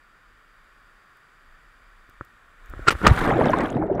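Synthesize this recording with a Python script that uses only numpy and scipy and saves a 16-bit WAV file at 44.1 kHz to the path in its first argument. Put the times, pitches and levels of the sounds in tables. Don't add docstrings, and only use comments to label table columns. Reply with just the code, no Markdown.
import sys
import numpy as np
from scipy import signal
from scipy.fft import rfft, irfft
from scipy.io import wavfile

SR = 44100
rng = np.random.default_rng(int(sys.argv[2]) if len(sys.argv) > 2 else 0)


def to_wav(s):
    ch = np.atleast_2d(s).T
    pcm = np.round(np.clip(ch, -1, 1) * 32767)
    wavfile.write(sys.argv[1], SR, pcm.astype(np.int16))


N = 176400
T = np.arange(N) / SR


def amp(db):
    return 10 ** (np.asarray(db) / 20)


def unit(x):
    return x / np.sqrt(np.mean(x ** 2) + 1e-20)


def level(points):
    return amp(np.interp(T, *np.transpose(points), left=-120))


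def add(mix, start, sound):
    part = mix[max(round(start * SR), 0):][:len(sound)]
    part += sound[:len(part)]


def colour(x, spectrum, tilt_db=0):
    hz = np.fft.rfftfreq(len(x), 1 / SR) + 1
    f, db = np.transpose(spectrum)
    octaves = np.log2(np.maximum(hz / 1000, 1))
    gain = amp(np.interp(np.log(hz), np.log(f), db) + tilt_db * octaves)
    return unit(irfft(rfft(x) * gain, len(x)))


def noise(spectrum, samples=N, tilt_db=0):
    return colour(rng.standard_normal(samples), spectrum, tilt_db)


def drift(cutoff_hz):
    rolloff = 1 + (np.fft.rfftfreq(N, 1 / SR) / cutoff_hz) ** 4
    return unit(irfft(rfft(rng.standard_normal(N)) / rolloff, N))


def waterfall():
    # (t/s, level/dB)
    rush, rush_envelope = [(20, -30.5), (100, -23.5), (340, -26.5), (930, -27), (1090, -18), (1420, -14.5),
                           (1600, -18), (1870, -17.5), (2040, -26), (2380, -24.5), (2580, -31.5),
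                           (3700, -33.5), (4050, -40.5), (4700, -40.5), (5250, -44), (6500, -45),
                           (7600, -41.5), (9000, -49), (10200, -45), (11200, -49.5), (15500, -51.5)], [(0, -57.5), (.8, -56.5), (2.55, -56), (2.68, -52.5),
                                          (2.77, -50.5), (2.82, -48), (2.87, -47), (2.99, -43), (3.1, -48),
                                          (4, -89.5)]
    hiss, hiss_envelope = [(4100, -43), (4550, -4.5), (4880, -3), (5400, -28)], [(0, -78.5), (1.9, -78), (2.15, -80), (2.35, -83), (2.7, -90)]
    return noise(rush) * level(rush_envelope) + noise(hiss) * level(hiss_envelope)


def rumble():
    # (t/s, level/dB)
    spectrum, envelope = [(10, -26.5), (22, 0), (36, -3), (52, -17), (72, -22.5), (160, -39.5), (400, -45),
                          (900, -81)], [(0, -60), (.26, -60.5), (.32, -47), (.42, -65), (.62, -55),
                                          (1.3, -68), (1.5, -54.5), (2.6, -54.5), (2.71, -42), (2.88, -44),
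                                          (3.01, -36.5), (3.08, -26.5), (3.16, -24), (3.4, -45), (4, -49)]
    return noise(spectrum) * level(envelope)


def ticks(decay_s=0.0027):
    # (f/Hz, level/dB)
    events, spectrum = [(1.17, -56), (2.097, -50), (2.249, -49), (2.659, -48), (2.698, -43.5)], [(2000, -18), (6500, -2), (10000, -6), (14000, 2), (16000, -2)]
    out, t = np.zeros(N), T[:SR // 10]
    for start, db in events:
        add(out, start, .5 * amp(db) * np.exp(-t / decay_s) * noise(spectrum, len(t)))
    return out


def thumps():
    # (t/s, f/Hz, peak level/dB, half-width at 1/e in s)
    pulses = [(1.481, 36, -51, 0.013), (2.708, 40.6, -28.5, 0.01), (2.773, 54.5, -29, 0.0059),
              (2.824, 41.8, -29, 0.013), (2.886, 330, -27.5, 0.014), (2.952, 55.5, -21.5, 0.0095),
              (3.042, 196, -19.5, 0.0096), (3.076, 200, -7.5, 0.0042), (3.104, 58, -12.5, 0.026),
              (3.117, 101.5, -1.5, 0.0062), (3.471, 248, -7.5, 0.0028), (3.766, 130, -21, 0.011)]
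    return sum(amp(db) * np.exp(-((T - centre) / width) ** 2) * np.cos(2 * np.pi * hz * (T - centre))
               for centre, hz, db, width in pulses)


def knocks(cutoff_hz=1780):
    # (t/s, level/dB, tilt above the second mode in dB/octave)
    blows = [(2.091, -41, -2.5), (2.2101, -22, 0.5), (2.7369, -25, -.5), (2.7934, -19.5, -10),
             (2.8706, -34, 9.5), (2.952, -23, -0.5), (3.0156, -18.5, -1.5)]
    # (f/Hz, level/dB, T60/s)
    modes = [(118, -9.5, 0.046), (344, -6, 0.017), (550, -11.5, 0.019), (1323, -1.5, 0.013),
             (1480, -6.5, 0.0082), (1700, -14, 0.012)]
    out, t = np.zeros(N), T[:SR // 10]
    for start, db, tilt_db in blows:
        for hz, mode_db, t60 in modes:
            octaves = max(np.log2(hz / modes[1][0]), 0)
            envelope = amp(db + mode_db + tilt_db * octaves - 60 * t / t60)
            add(out, start, envelope * np.sin(2 * np.pi * hz * t))
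    stiff_walls = signal.butter(6, cutoff_hz, fs=SR, output="sos")
    return signal.sosfilt(stiff_walls, out)


def wall():
    # (t/s, level/dB)
    spectrum, envelope = [(900, -50), (1280, -8), (1400, 3), (1500, -10), (2100, -55.5)], [(2.55, -88), (2.7, -54), (2.76, -61), (2.83, -45.5), (2.862, -50.5),
                                        (2.885, -10.5), (2.9, -34.5), (2.94, -61), (3.0, -46), (3.04, -29),
                                        (3.1, -57.5)]
    return noise(spectrum) * level(envelope)


def slaps():
    # (f/Hz, level/dB)
    impacts, spectrum = [(2.878, 0.0018, 0.0027, -17.5, 0), (2.887, 0.0046, 0.0018, -5.5, 1),
                         (2.894, 0.00088, .002, -16, 3.5), (2.906, 0.00048, 0.0052, -14, -0.5),
                         (2.922, 0.0018, 0.0075, -22.5, -8), (3.057, 0.011, 0.0048, -13, -10),
                         (3.068, 0.00051, 0.004, 2.5, -5.5), (3.0701, 0.0013, 0.0018, 1.5, -3.5),
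                         (3.0783, 0.00073, 0.0016, -12.5, 4.5), (3.084, 0.0012, 0.0046, -19.5, -1.5),
                         (3.176, 0.00088, 0.0022, -14, -8.5), (3.277, .0006, 0.0015, -14, -9),
                         (3.324, .001, .002, -14.5, -22), (3.414, 0.0036, 0.0027, -7, -24),
                         (3.457, 0.0012, 0.004, -24, -1.5), (3.534, 0.00089, 0.0072, -16.5, -9),
                         (3.607, 0.0017, 0.0028, -21.5, -2.5), (3.742, 0.00045, 0.0023, -26, -14.5),
                         (3.825, .0005, 0.0058, -22, -37), (3.979, 0.00076, 0.0084, -26.5, -18.5)], [(40, -5.5), (120, 1), (230, -12), (390, 1.5), (600, -11.5),
                                        (950, -7.5), (1370, -1), (1600, -5), (1900, -3), (2300, -8),
                                        (2720, -5), (3300, -18), (4300, -18.5), (6500, -25), (8300, -24),
                                        (9000, -71), (15500, -46)]
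    out, t = np.zeros(N), T[:SR // 5] - .1
    for peak, rise, fall, db, tilt_db in impacts:
        envelope = np.exp(-np.maximum(-t / rise, t / fall))
        add(out, peak + t[0], amp(db) * envelope * noise(spectrum, len(t), tilt_db))
    return out


def bubble(hz, cycles, onset_cycles=0.71, chirp=0.0092):
    turns = np.arange(int(6 * cycles * SR / hz)) * hz / SR
    age = turns / cycles
    onset = 1 - np.exp(-(turns / onset_cycles) ** 2)
    return onset * np.exp(-age) * np.sin(2 * np.pi * turns * (1 + chirp * age))


def cloud(spectrum, low_hz, high_hz, cycles, spread_db, count, start_s=2.6):
    out = np.zeros(N - round(start_s * SR))
    for when, size, chance, ring, sign in rng.random((count, 5)):
        hz = low_hz * (high_hz / low_hz) ** size
        excess_db = -spread_db * np.log(max(chance, .04))
        strength = amp(excess_db) * hz * np.sign(sign - .5)
        add(out, when * len(out) / SR, strength * bubble(hz, cycles * (.5 + ring)))
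    return np.pad(colour(out, spectrum), (N - len(out), 0))


def spray(flutter_db=3.0):
    # (t/s, level/dB)
    hiss, hiss_envelope = [(2500, 6.5), (4500, -4), (8000, -8.5), (9000, -7.5), (10000, -7.5),
                           (11500, -16.5), (14000, -9.5), (15700, -23.5)], [(2.6, -92), (2.85, -85), (2.897, -54), (2.909, -26.5),
                                          (2.928, -37), (2.946, -60), (3.05, -43), (3.16, -38.5),
                                          (3.25, -41.5), (3.35, -55.5), (3.48, -54), (3.62, -50.5),
                                          (3.7, -59), (3.75, -74), (3.82, -73), (4, -89)]
    pops, pops_envelope = [(2500, 0), (4500, -8.5), (8000, 4.5), (12000, -2.5), (15500, -15.5)], [(2.95, -76), (3.15, -53), (3.35, -62), (3.5, -59.5), (3.68, -65.5),
                                         (3.82, -76), (4, -96)]
    droplets = noise(hiss) * level(hiss_envelope) * amp(flutter_db * drift(cutoff_hz=90))
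    crackle = cloud(pops, low_hz=2940, high_hz=15000, cycles=5.6, spread_db=3.0, count=420)
    return droplets + level(pops_envelope) * crackle


def bubble_clouds(surge_db=2.65):
    # (t/s, level/dB)
    small, fizz_envelope = [(1200, 13.5), (2300, -2.5), (3600, -4), (4600, -18.5), (7000, -32),
                            (10000, -25), (15000, -66.5)], [(2.98, -77), (3.06, -29), (3.15, -44.5), (3.27, -39), (3.36, -44),
                                          (3.5, -46.5), (3.62, -46.5), (3.71, -50), (3.78, -55.5),
                                          (3.83, -72), (3.9, -70), (4, -60.5)]
    medium, froth_envelope = [(400, -16.5), (800, -3), (1150, 1), (1800, -3.5), (2300, -11.5),
                              (3500, -49.5), (7000, -58.5)], [(2.85, -87), (3, -64), (3.06, -21.5), (3.15, -30.5),
                                             (3.25, -23.5), (3.32, -28), (3.36, -34), (3.44, -28.5),
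                                             (3.52, -32.5), (3.64, -31), (3.68, -39.5), (3.76, -44.5),
                                             (3.84, -43), (3.92, -51.5), (3.99, -42)]
    large, gurgle_envelope = [(50, 10), (130, -2), (280, -1.5), (550, -4), (780, -5), (1000, -15.5),
                              (1600, -33.5), (4000, -75.5)], [(2.7, -58), (2.99, -48), (3.05, -27), (3.1, -23), (3.15, -32),
                                              (3.22, -26.5), (3.3, -21.5), (3.37, -22), (3.46, -20),
                                              (3.53, -24.5), (3.63, -25), (3.69, -30), (3.8, -26),
                                              (3.88, -26.5), (4, -28.5)]
    froth = cloud(medium, low_hz=756, high_hz=2446, cycles=5.3, spread_db=2.5, count=1800)
    fizz = cloud(small, low_hz=2030, high_hz=7280, cycles=4.7, spread_db=5.0, count=2400)
    surges = amp(surge_db * drift(cutoff_hz=45))
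    gurgle = cloud(large, low_hz=107.5, high_hz=941, cycles=2.2, spread_db=0.5, count=2000)
    fine = froth * level(froth_envelope) + fizz * level(fizz_envelope)
    return fine * surges + gurgle * level(gurgle_envelope)


def single_bubbles():
    # (t/s, f/Hz, level/dB, decay time in cycles)
    glugs = [(3.065, 1185, 2, 5.9), (3.29, 457, -6, 1.8), (3.311, 774, -11.5, 8.9), (3.357, 327, -15, 2.8),
             (3.3895, 466, 1.5, 1.48), (3.4, 335, -21, 3.1), (3.436, 160, -13, 1.6), (3.461, 685, -4, 1.8),
             (3.496, 613, -8, 3.8), (3.506, 5800, -30, 4.3), (3.535, 1014, -6, 5.4),
             (3.587, 7540, -26.5, 2.4), (3.597, 526, -7.5, 1.8), (3.636, 292, -7, 1.6),
             (3.703, 6700, -31.5, 5), (3.755, 231, -9.5, 1.9), (3.792, 310, -18.5, 12.7),
             (3.825, 780, -19, 3.2), (3.836, 626, -17, 5.7), (3.899, 586, -11, 4.2),
             (3.9122, 381, -9.5, 3.7), (3.952, 5600, -44, 5.5), (3.979, 600, -19.5, 3.2),
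             (3.995, 773, -14.5, 13)]
    out = np.zeros(N)
    for start, hz, db, cycles in glugs:
        add(out, start, amp(db) * bubble(hz, cycles))
    return out


def scene():
    mix = waterfall() + rumble() + ticks() + thumps() + knocks() + wall()
    mix += slaps() + spray() + bubble_clouds() + single_bubbles()
    return mix[None]


def record(dry, low_cut_hz=21, clip_level=.7, edge_hz=15750):
    thin = signal.sosfilt(signal.butter(2, low_cut_hz, "high", fs=SR, output="sos"), dry)
    clipped = thin / (1 + (thin / clip_level) ** 10) ** (1 / 10)
    band_limit = signal.firwin(511, edge_hz, window=("kaiser", 9), fs=SR)
    return signal.oaconvolve(clipped, band_limit[None], "same")


dry = scene()
out = record(dry)
to_wav(out)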